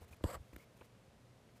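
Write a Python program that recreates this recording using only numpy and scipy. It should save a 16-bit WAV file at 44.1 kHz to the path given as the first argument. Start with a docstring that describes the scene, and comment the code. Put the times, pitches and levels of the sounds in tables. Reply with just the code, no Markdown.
"""In a quiet room with a faint hum, a needle pops through cloth stretched on a frame with a thump,
and the thread rasps after it through the hole. Fingers brush, tap and nudge the cloth before and after.
Thumps are ringing tones of the cloth; ticks and rasp are random clicks, filtered into bands or resonances;
brushing and room air are coloured noise; squeaks are noise through a narrow resonance; the hum is a sine."""
import sys
import numpy as np
from scipy import signal
from scipy.fft import rfft, irfft
from scipy.io import wavfile

SR = 44100
rng = np.random.default_rng(int(sys.argv[2]) if len(sys.argv) > 2 else 0)


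def nominal_scale(level):
    """Amplitude ratio for a level in decibels (scalar or array-like)."""
    x = np.asarray(level, float) / 20
    return 10 ** x


def store_wav(level_fs):
    """Save 16-bit WAV to argv[1]."""
    pcm = np.round(np.clip(np.atleast_2d(level_fs), -1, 1) * 32767)
    wavfile.write(sys.argv[1], SR, pcm.T.astype(np.int16))


N = 70560  # samples, 1.6 s

# Colour of the room air. Each row: frequency in Hz, relative level in dB per Hz.
ROOM_COLOUR = [(15, -43), (25, -18.5), (53, -10.5), (86, -10.5), (120, -6), (160, -11), (216, -11),
               (310, -17.5), (527, -15.5), (800, -22), (1400, -27), (2750, -30.5), (6000, -36.5),
               (11800, -42), (15500, -54)]
# Strokes of fingers on the cloth. Each row: start in seconds, rms level in dB before the flutter,
# length in seconds.
BRUSH_STROKES = [(.006, -68, 0.026), (0.034, -71.5, 0.016), (0.077, -68, 0.023), (0.107, -66, 0.02),
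                 (0.123, -66.5, 0.024), (0.161, -72, 0.0099), (0.215, -73, 0.017), (0.386, -77.5, 0.15),
                 (0.527, -69.5, 0.021), (.655, -84, 0.11), (0.578, -69.5, 0.068), (0.764, -68, 0.013),
                 (0.784, -74.5, 0.069), (0.842, -73, 0.021), (1.487, -82, 0.01), (1.557, -72.5, 0.024)]
# Colour of skin rustling on the weave. Each row: frequency in Hz, relative level in dB per Hz.
RUSTLE_COLOUR = [(180, -36), (300, -4), (1050, -5), (1520, -9), (2110, -7), (3520, -14.5), (11600, -16),
                 (15600, -17)]
# Ringing tones of the stretched cloth and its frame. Each row: frequency in Hz, relative level in dB,
# time to fade by 60 dB in seconds.
CLOTH_MODES = [(86.4, 2, .5), (201, -23, 0.23), (261, -11, .05), (331, 8, 0.021), (520, 7, 0.013),
               (1005, -2.5, 0.031), (1190, -9, 0.021), (2800, -9.5, 0.015)]
# Blows on the cloth. Each row: start in seconds, strength in dB, contact cut-off in Hz (softer is lower),
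# seconds of ringing until a hand or the thread damps it.
CLOTH_BLOWS = [(0.2411, -32, 780, 0.018), (0.2501, -32.5, 129, 0.0055), (0.013, -53.5, 151, 0.037),
               (0.112, -54, 147, 0.027), (0.211, -58, 890, 0.033), (0.367, -46.5, 98, 0.0097),
               (0.398, -48, 120, 0.019), (.531, -55, 596, 0.014), (0.546, -52, 200, 0.0093),
               (0.564, -52.5, 513, 0.0133), (0.8127, -59.5, 1500, 0.016)]
# Ticks, each a short cluster of scratches. Each row: start in seconds, rms level in dB, length in seconds,
# low edge of the band in Hz, high edge in Hz.
SCRATCH_TICKS = [(.018, -62, 0.013, 370, 810), (0.207, -64, 0.0043, 400, 1200),
                 (.2385, -44, .0025, 600, 3500), (.2385, -56, .002, 3500, 15000),
                 (0.532, -63, 0.0039, 1700, 2380), (.5612, -54, .004, 1500, 2900),
                 (.5608, -58.5, .004, 8500, 15900), (0.5613, -58.5, 0.004, 520, 1450),
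                 (.5612, -65.5, 0.0042, 2880, 8400), (0.812, -57, 0.0106, 405, 1340),
                 (.810, -64, 0.0095, 1500, 2800), (0.949, -74.5, .006, 1000, 3000),
                 (1.488, -72, 0.0065, 1000, 3000)]
# Brief squeaks of thread or skin. Each row: start in seconds, rms level in dB, length in seconds,
# pitch in Hz, width in Hz of each of two equal resonances.
SQUEAK_EVENTS = [(.129, -58, 0.0051, 2510, 160), (.596, -65.5, .012, 2190, 130),
                 (0.609, -73.5, .04, 2240, 300)]
# Pull of the thread. Each row: time in seconds, level of the body in dB, level of the hiss in dB
# (both before the flutter), speed as a share of full speed.
THREAD_PULL = [(0.236, -79, -73, .75), (0.24, -56, -58.5, .75), (0.259, -45.5, -64.5, .75),
               (.270, -52, -59, 0.86), (.295, -47, -58, .97), (.325, -50.5, -58.5, 1.054),
               (0.349, -49, -58.5, 1.01), (0.36, -50, -65, 0.87), (0.368, -59, -75, 1.03),
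               (.385, -69, -97, 1.05)]
# Cloth resonances in the rasp, at full speed. Each row: frequency in Hz, width in Hz, relative level in dB.
BODY_RESONANCES = [(88, 17, -7), (200, 40, -8), (533, 120, 2), (756, 50, -2.5), (955, 89, -4),
                   (1270, 99, -1.5), (1618, 86, -8.5), (2186, 370, -8.5)]
# Fibre resonances in the rasp. Each row: frequency in Hz, width in Hz, relative level in dB.
HISS_RESONANCES = [(2920, 570, -6), (4670, 700, -4.5), (7790, 490, 0), (9100, 2600, -5), (11480, 650, -4.5),
                   (14400, 1600, -9)]


def clock():
    """Seconds of every sample."""
    return np.arange(N) / SR


def rms_one(x):
    """Scale to rms 1."""
    return x / np.sqrt(np.mean(x ** 2) + 1e-20)


def band(x, order, hz, kind="low"):
    """Butterworth filter: keeps only part of the frequency range."""
    return signal.sosfilt(signal.butter(order, hz, kind, fs=SR, output="sos"), x)


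def hold(start_s, length_s, edge_s):
    """Rise, hold, fall; the fall begins length_s after the start."""
    t = clock() - start_s
    return np.clip(np.minimum(t, length_s + edge_s - t) / edge_s, 0, 1)


def burst(x, start_s, length_s, edge_s, db):
    """A piece of x at the given rms level."""
    gate = hold(start_s, length_s, edge_s)
    piece = gate * x
    return nominal_scale(db) * piece / np.sqrt(np.sum(piece ** 2) / np.sum(gate ** 2) + 1e-20)


def drift(rate_hz):
    """Smoothed noise for wavering levels, spread 1."""
    r = np.exp(-2 * np.pi * rate_hz / SR)
    wander = signal.lfilter([1], [1, -2 * r, r * r], rng.standard_normal(N + SR))
    return rms_one(wander[SR:])  # the first second lets the filter settle


def coloured(points):
    """Noise with the given spectrum, rms 1."""
    hz, db = np.transpose(points)
    bins_hz = np.maximum(np.arange(N // 2 + 1) * SR / N, 1)
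    gain = nominal_scale(np.interp(np.log(bins_hz), np.log(hz), db))
    return rms_one(irfft(rfft(rng.standard_normal(N)) * gain, N))


def grains(per_s, spread_db):
    """Random clicks of uneven size and either sign, rms 1."""
    born = rng.random(N) < per_s / SR
    size = np.minimum(rng.exponential(1, N), 4)
    return rms_one(born * nominal_scale(spread_db * size) * rng.choice([-1, 1], N))


def resonance(x, hz, width_hz):
    """Two-pole resonance, gain 1 on top."""
    r = np.exp(-np.pi * width_hz / SR)
    feedback = [1, -2 * r * np.cos(2 * np.pi * hz / SR), r * r]
    return signal.lfilter([(1 - r * r) / 2, 0, (r * r - 1) / 2], feedback, x)


def room():
    """Room air is steady coloured noise; the hum is one sine whose level wavers."""
    air_db, hum_db, hum_hz = -65, -70, 120.15
    waver_db, waver_hz = 2.0, 8
    sine = np.sin(2 * np.pi * (hum_hz * clock() + rng.random()))
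    hum = np.sqrt(2) * sine * nominal_scale(hum_db + waver_db * drift(waver_hz))
    return nominal_scale(air_db) * coloured(ROOM_COLOUR) + hum


def brushing():
    """Skin sliding on the weave makes a soft wide rustle whose level flutters."""
    edge_s, flutter_db, flutter_hz = .004, 1.5, 69
    strokes = sum(nominal_scale(db) * hold(start_s, length_s, edge_s) for start_s, db, length_s in BRUSH_STROKES)
    return strokes * nominal_scale(flutter_db * drift(flutter_hz)) * coloured(RUSTLE_COLOUR)


def blows():
    """Every blow sets the cloth modes ringing through a softer or harder contact until they are damped."""
    damp_s = .002
    out = np.zeros(N)
    for start_s, db, cut_hz, ring_s in CLOTH_BLOWS:
        t = np.maximum(clock() - start_s, 0)
        ring = np.zeros(N)
        for hz, mode_db, t60 in CLOTH_MODES:
            ring += nominal_scale(mode_db - 60 * t / t60) * np.sin(2 * np.pi * hz * t)
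        damping = np.clip((ring_s - t) / damp_s + 1, 0, 1)
        # the tiny constant keeps the filter's numbers from getting too small
        out += nominal_scale(db) * band(ring * damping + 1e-18, 2, cut_hz)
    return out


def ticks():
    """Many tiny scratches close together, limited to a band, are heard as one tick."""
    scratches_per_s, spread_db, edge_s = 7000, -1.0, .0008
    scratches = grains(scratches_per_s, spread_db)
    out = np.zeros(N)
    for start_s, db, length_s, low_hz, high_hz in SCRATCH_TICKS:
        out += burst(band(scratches, 3, [low_hz, high_hz], "band"), start_s, length_s, edge_s, db)
    return out


def squeaks():
    """Noise twice through a narrow resonance gives a brief, rough pitch."""
    edge_s = .003
    noise = rng.standard_normal(N)
    out = np.zeros(N)
    for start_s, db, length_s, hz, width_hz in SQUEAK_EVENTS:
        tone = resonance(resonance(noise, hz, width_hz), hz, width_hz)
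        out += burst(tone, start_s, length_s, edge_s, db)
    return out


def rasp(clicks, table):
    """Clicks excite resonances side by side, in alternating sign; rms 1."""
    out = np.zeros(N)
    for k, (hz, width_hz, db) in enumerate(table):
        # a wider resonance lets more through, so the root of the width evens it out
        out += (-1) ** k * nominal_scale(db) / np.sqrt(width_hz) * resonance(clicks, hz, width_hz)
    return rms_one(out)


def thread():
    """Thread catches on the weave, coarse in the cloth, fine in its fibres; speed lifts the cloth's pitch."""
    catches_per_s, catch_spread_db = 4000, 3.0  # catches at full speed
    fibres_per_s, fibre_spread_db = 9000, 2.5
    flutter_db, flutter_hz = 1.2, 57
    times, *columns = np.transpose(THREAD_PULL)
    body_db, hiss_db, speed = (np.interp(clock(), times, column) for column in columns)
    full_speed_body = rasp(grains(catches_per_s, catch_spread_db), BODY_RESONANCES)
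    hiss = rasp(grains(fibres_per_s, fibre_spread_db), HISS_RESONANCES)
    # reading the body slower or faster moves its pitch and its catches together
    body = np.interp(np.cumsum(speed), np.arange(N), full_speed_body)
    pulling = (clock() > times[0]) & (clock() < times[-1])
    both = nominal_scale(body_db) * body + nominal_scale(hiss_db) * hiss
    return pulling * nominal_scale(flutter_db * drift(flutter_hz)) * both


def scene():
    """All sources, one channel."""
    return (room() + brushing() + blows() + ticks() + squeaks() + thread())[None]


def band_limit(x):
    """A steep low-pass at the top of the band."""
    return signal.sosfilt(signal.butter(12, 16150, fs=SR, output="sos"), x)


def record(dry):
    """The microphone drops the deepest bass and the top."""
    bass_cut_hz, top_hz = 31, 15900
    no_rumble = band(dry, 2, bass_cut_hz, "high")
    finished = signal.sosfilt(signal.cheby2(10, 40, top_hz, fs=SR, output="sos"), no_rumble)
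    return band_limit(finished)


dry = scene()
out = record(dry)
store_wav(out)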